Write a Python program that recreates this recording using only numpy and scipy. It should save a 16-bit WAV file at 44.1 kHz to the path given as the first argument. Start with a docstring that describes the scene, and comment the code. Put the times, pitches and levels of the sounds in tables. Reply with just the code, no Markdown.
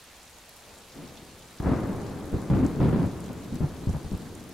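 """Thunder over steady night rain, heard outdoors through a small stereo recorder.
A distant mutter comes first; then each stretch of a lightning channel sends a volley of shock waves,
built from dense random clicks in bands, and weaker clicks make the echoes that roll on.
Close to the microphones, bursts of filtered noise tick as single drops; small drops patter all round,
and patchy noise makes the hiss of distant rain. A limiter holds the claps down."""
import sys
import numpy as np
from scipy import signal
from scipy.fft import rfft, irfft
from scipy.io import wavfile
from scipy.ndimage import uniform_filter1d, minimum_filter1d

SR = 44100
rng = np.random.default_rng(int(sys.argv[2]) if len(sys.argv) > 2 else 0)


def bounce(signal):
    """Save signal as a 16-bit WAV file at the path given by the first command-line argument."""
    frames = np.transpose(np.atleast_2d(signal))
    limited = np.clip(frames, -1, 1)
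    pcm = np.round(limited * 32767).astype(np.int16)
    wavfile.write(sys.argv[1], SR, pcm)


N = 200073
TIME = np.arange(N) / SR

# likeness of the thunder at the two microphones: (f/Hz, correlation)
THUNDER_LIKENESS = [(60, 0.94), (130, 0.91), (300, 0.9), (700, 0.86), (1400, 0.79), (4000, 0.53)]
# the lowest rumble leans slightly right, the higher part slightly left: (f/Hz, left minus right level/dB)
THUNDER_BALANCE = [(30, -1.5), (60, -.6), (125, .2), (260, 1.8), (600, 1.8), (2500, 1.2)]


def thunder():
    """Direct shocks and their echoes across the stereo field: lowest rumble slightly right, the rest left."""
    return stereo(claps() + roll(), THUNDER_LIKENESS, THUNDER_BALANCE)


# one volley of shocks a row, levels before the limiter:
# (t/s, length before the fade t/s, boom level/dB, body level/dB, crack level/dB, ring f/Hz)
VOLLEYS = [(.96, .1, -53, -46.5, -59.5, 268), (1.219, .015, -60, -54, -56, 330),
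           (1.601, 0.011, -31, -33, -43.5, 123), (1.657, .044, -26.5, -27.5, -41, 317),
           (1.71, 0.033, -28, -27.5, -35, 265), (1.833, .006, -34, -31.5, -49, 135),
           (1.894, .004, -41, -30, -44, 188), (1.942, 0.0052, -44, -31, -48, 192),
           (2.329, 0.034, -26, -29, -45, 66.4), (2.5, .054, -23.5, -21, -35, 185),
           (2.563, 0.066, -30.5, -25.5, -40, 264), (2.628, 0.027, -26.5, -19, -36, 288),
           (2.769, 0.028, -45, -30.5, -50, 220), (2.801, 0.047, -28, -21.5, -33.5, 126),
           (2.844, 0.067, -29.5, -23.5, -37, 159), (2.926, 0.044, -32, -20.5, -34, 171),
           (2.985, 0.035, -39, -23, -39, 164), (3.03, 0.036, -27.5, -26, -39, 114),
           (3.296, 0.012, -42, -34, -46, 223), (3.517, 0.046, -37, -32.5, -54, 230),
           (3.606, 0.043, -27, -26.5, -44.5, 145), (3.821, .021, -40, -44, -48, 387),
           (3.872, 0.03, -23, -31, -45.5, 109), (3.935, 0.031, -31, -34.5, -44, 157),
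           (4.046, 0.02, -35, -46, -62, 200), (4.118, 0.034, -30.5, -32.5, -49.5, 178)]
# spectrum of the shocks, before the bands are levelled: (f/Hz, level/dB per Hz)
CLAP_COLOUR = [(10, -43), (22, -10), (42, -5.5), (68, 1.5), (100, -2), (165, 1), (235, -4), (280, -3),
               (430, -13), (680, -18.5), (1150, -26), (1500, -32), (2600, -41), (5000, -51), (9000, -112)]
BOOM_TOP_HZ, BODY_TOP_HZ, CRACK_TOP_HZ = 130, 420, 1700
FRONT_S = .002


def claps(shocks_per_s=2000, spread_db=3.5, lead_db=3, lead_s=0.0015, t60=0.089, steady_s=0.022,
          tear_at_db=-37, tear_slope=0.45, size=16384):
    """Kinks of the channel at nearly equal distance arrive as one volley; air and ground round off each shock."""
    out = np.zeros((2, N))
    t = (np.arange(size) - size // 4) / SR  # zero at the arrival
    for s, length, boom_db, body_db, crack_db, ring_hz in VOLLEYS:
        shocks = coloured(clicks(size, shocks_per_s, spread_db), CLAP_COLOUR)
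        low, high = split(ringing(shocks, ring_hz), BODY_TOP_HZ)
        boom, body = split(low, BOOM_TOP_HZ)
        crack, tear = split(high, CRACK_TOP_HZ)
        # stronger shocks keep steeper fronts, so they tear more
        crack = crack + amp(tear_slope * (crack_db - tear_at_db)) * tear
        # the first shock of a volley is its hardest
        lead = lead_db * np.exp(-abs(t) / lead_s)
        bands = [(boom_db, boom), (body_db + lead, body), (crack_db + 2 * lead, crack)]
        volley = sum(amp(db) * steadied(band, steady_s) for db, band in bands)
        front = np.sin(np.pi / 2 * np.clip(t / FRONT_S + .5, 0, 1)) ** 2
        fade = amp(-60 * np.maximum(t - length, 0) / t60)
        add(out, s + t[0], volley * front * fade)
    return out


# each peal sets off a roll of echoes from clouds and ground; near-echo levels before the limiter:
# (t/s, rumble level/dB, crack level/dB)
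PEALS = [(.62, -58.5, -57.5), (.92, -47, -54), (1.603, -28, -36), (2.29, -37, -46.5), (2.5, -30, -41),
         (2.81, -34, -44.5), (3.58, -41.5, -50.5), (3.89, -45.5, -53), (4.14, -43, -54.5)]
# the storm mutters on in the distance: (rumble level/dB, crack level/dB)
MUTTER_DB = (-66, -66.5)
# spectrum of the echoes, before the bands are levelled: (f/Hz, level/dB per Hz)
ROLL_COLOUR = [(10, -50), (22, -2), (45, -14), (75, -1.5), (130, -2), (190, 0), (300, -3), (430, -7.5),
               (680, -15), (1150, -20), (1600, -25.5), (2600, -36.5), (6000, -84.5)]


def roll(echoes_per_s=3500, spread_db=2.5, steady_s=0.037):
    """Countless weaker shocks, scattered over long paths, fill the time between the claps."""
    starts, *levels_db = np.transpose(PEALS)
    roll_powers = np.array([rolling(TIME - s) for s in starts])
    echoes = coloured(clicks(N, echoes_per_s, spread_db), ROLL_COLOUR)
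    out = np.zeros((2, N))
    for db, mutter_db, band in zip(levels_db, MUTTER_DB, split(echoes, BODY_TOP_HZ)):
        power = amp(db) ** 2 @ roll_powers + amp(mutter_db) ** 2
        out += np.sqrt(power) * steadied(band, steady_s)
    return out


# a roll swells, drops quickly as the near echoes pass, then lingers in the far ones
SWELL_S, NEAR_DB_PER_S, FAR_DB, FAR_DB_PER_S = 0.066, 37, -5, 9.5


def rolling(t):
    """Power of one roll of echoes, t seconds after its peal."""
    t = np.maximum(t, 0)
    swell = np.minimum(t / SWELL_S, 1)
    since = np.maximum(t - SWELL_S, 0)
    near = amp(-NEAR_DB_PER_S * since)
    far = amp(FAR_DB - FAR_DB_PER_S * since)
    return swell ** 2 * (near ** 2 + far ** 2)


# the nearest drops, levels before the common trim: (t/s, level/dB, centre f/Hz)
DROPS = [(.041, -46, 9000), (.493, -38, 10800), (.564, -43.5, 11000), (.623, -48, 8500), (0.92, -47, 4500),
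         (1.172, -47, 3420), (1.584, -48, 4930), (1.963, -46, 9000), (2.017, -45.5, 6960),
         (2.268, -45, 10000), (2.32, -46, 10900), (2.647, -44, 6800), (2.664, -41, 6500),
         (3.063, -45, 9000), (3.205, -42.5, 7850), (3.241, -45.5, 6400), (3.262, -45.5, 6500),
         (3.331, -42.5, 11000), (3.443, -45, 10000), (3.545, -44, 11000), (3.556, -43, 7000),
         (3.893, -47, 6000), (4.128, -46, 10000), (4.176, -44, 10000), (4.351, -40.5, 7750),
         (4.493, -41, 12000)]
# likeness of all the rain at the two microphones: (f/Hz, correlation)
RAIN_LIKENESS = [(60, 0.88), (300, 1), (700, 0.91), (1400, 0.79), (3100, 0.74), (6800, 0.47), (15000, .3)]
# bigger drops sound lower and splatter longer: t60 at the reference pitch, and its growth as the pitch falls
DROP_T60_S, DROP_GROWTH, DROP_REFERENCE_HZ = 0.011, 2.5, 10000


def drips(trim_db=-4, width=0.39):
    """The nearest drops tick or splatter one by one."""
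    out = np.zeros((2, N))
    for s, db, hz in DROPS:
        t60 = DROP_T60_S * (DROP_REFERENCE_HZ / hz) ** DROP_GROWTH
        add(out, s, amp(db + trim_db) * splash(hz, t60, width=width))
    return stereo(out, RAIN_LIKENESS)


def splash(hz, t60, width=.45, slap_db=0, slap_s=0.00022, size=4096):
    """One drop: a sharp slap and a dying spray, centred on a pitch; width in octaves."""
    t, f = np.arange(size) / SR, np.fft.rfftfreq(size, 1 / SR)
    shape = np.exp(-.5 * (np.log2((f + 1) / hz) / width) ** 2)
    spray = evened(irfft(rfft(rng.standard_normal((2, size))) * shape))
    dying = amp(-60 * t / t60)
    slap = amp(slap_db) * np.exp(-t / slap_s)
    return spray * (dying + slap)


# colouring of the small drops nearby: (f/Hz, level/dB)
PATTER_COLOUR = [(300, -43), (1500, -6.5), (4000, -2), (8000, -1), (12000, -2.5), (16000, -8)]


def patter(drops_per_s=500, spread_db=3.0, level_db=-61, base_t60=0.01, count=24):
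    """Small drops land on leaves and ground all round; each spot has its own pitch."""
    out = np.zeros((2, N))
    for hz in np.geomspace(2200, 13000, count):
        hits = clicks(N, drops_per_s / count, spread_db)[:1]
        # each spot rings for its own time, from two thirds to 2.6 times the base decay
        drop = splash(hz, base_t60 * rng.uniform(0.67, 2.6), width=0.61)
        out += signal.oaconvolve(hits, drop, axes=1)[:, :N]
    return amp(level_db) * stereo(evened(coloured(out, PATTER_COLOUR)), RAIN_LIKENESS)


# colouring of the distant wash of rain: (f/Hz, level/dB per Hz)
WASH_COLOUR = [(12, 0), (22, 8.5), (60, 14), (130, 3), (330, 1.5), (650, 6.5), (1100, 3), (2200, 1),
               (4300, -0.5), (5500, -4), (6500, -2.5), (8500, -6), (11500, -8.5), (15800, -15)]


def wash(level_db=-52.67, patchy_db=1.08):
    """Distant rain merges into a hiss with small drifting patches."""
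    _, _, z = signal.stft(rng.standard_normal((2, N)), SR, nperseg=512)
    patches = rng.standard_normal(z.shape[1:])
    patches = uniform_filter1d(patches, size=14, axis=0)  # across frequency
    patches = evened(uniform_filter1d(patches, size=6, axis=1))  # along time
    hiss = signal.istft(z * amp(patchy_db * patches), SR, nperseg=512)[1][:, :N]
    return amp(level_db) * stereo(evened(coloured(hiss, WASH_COLOUR)), RAIN_LIKENESS)


def clicks(size, per_s, spread_db):
    """Two trains of random clicks of either sign, a few much larger than the rest."""
    sizes = amp(spread_db * np.minimum(rng.exponential(1, (2, size)), 4))
    signs = rng.choice([-1, 1], (2, size))
    return sizes * signs * (rng.random((2, size)) < per_s / SR)


def coloured(x, colour, size=8192):
    """Causal filter: each click becomes a pulse with this spectrum."""
    log_gain = np.log(amp(read(colour, abs(np.fft.fftfreq(size, 1 / SR)))))
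    # minimum phase: the phase follows from the log gain
    pulse = np.fft.ifft(np.exp(np.conj(signal.hilbert(log_gain)))).real[:size // 2]
    return signal.fftconvolve(x, pulse[None], axes=1)[:, :x.shape[1]]


def ringing(x, hz, q=6, ring_db=5):
    """A resonance stresses one pitch, as evenly spaced shocks would."""
    b, a = signal.iirpeak(hz, max(q, 1), fs=SR)
    return x + amp(ring_db) * signal.lfilter(b, a, x)


def split(x, hz, order=8):
    """The parts of x below and above a frequency."""
    f = np.fft.rfftfreq(x.shape[1], 1 / SR)
    low = irfft(rfft(x) / (1 + (f / hz) ** order), x.shape[1])
    return low, x - low


def steadied(x, seconds):
    """Holds the running rms near 1."""
    size = max(int(seconds * SR), 2)
    power = uniform_filter1d(uniform_filter1d(x ** 2, size), size)
    return x / np.sqrt(abs(power) + 1e-20)


def stereo(pair, likeness, balance=((1, 0),)):
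    """Turns two unrelated signals into left and right with a given likeness and balance by frequency."""
    hz = np.fft.rfftfreq(pair.shape[1], 1 / SR)
    same = np.clip(read(likeness, hz), 0, 1)
    lean = amp(read(balance, hz) / 2)
    mid, side = rfft(pair)
    side = side * np.sqrt((1 - same) / (1 + same))
    return irfft(np.array([(mid + side) * lean, (mid - side) / lean]), pair.shape[1])


def amp(db):
    """Decibels to gain."""
    return 10 ** (np.asarray(db) / 20)


def evened(x):
    """Scales to rms 1."""
    return x / np.sqrt(np.mean(x ** 2) + 1e-20)


def read(points, hz):
    """Reads a table on a log-frequency axis."""
    f, value = np.transpose(points)
    return np.interp(np.log(hz + 1), np.log(f + 1), value)


def add(mix, s, sound):
    """Mixes a stereo sound in at time s."""
    part = mix[:, max(round(s * SR), 0):][:, :sound.shape[1]]
    part += sound[:, :part.shape[1]]


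def scene():
    """Thunder over the place, drops close by, rain all around."""
    return thunder() + drips() + patter() + wash()


def record(dry, ceiling_db=-12.0, hold_s=0.018, edge_hz=15850):
    """A fast limiter ducks everything under the largest peaks; then a low-pass sets the band limit."""
    size = max(int(hold_s * SR), 2)
    allowed = np.minimum(1, amp(ceiling_db) / (abs(dry).max(0) + 1e-9))
    limited = dry * uniform_filter1d(minimum_filter1d(allowed, size), size)
    lowpass = signal.firwin(801, edge_hz, window=("kaiser", 9), fs=SR)
    return signal.oaconvolve(limited, lowpass[None], "same")


dry = scene()
out = record(dry)
bounce(out)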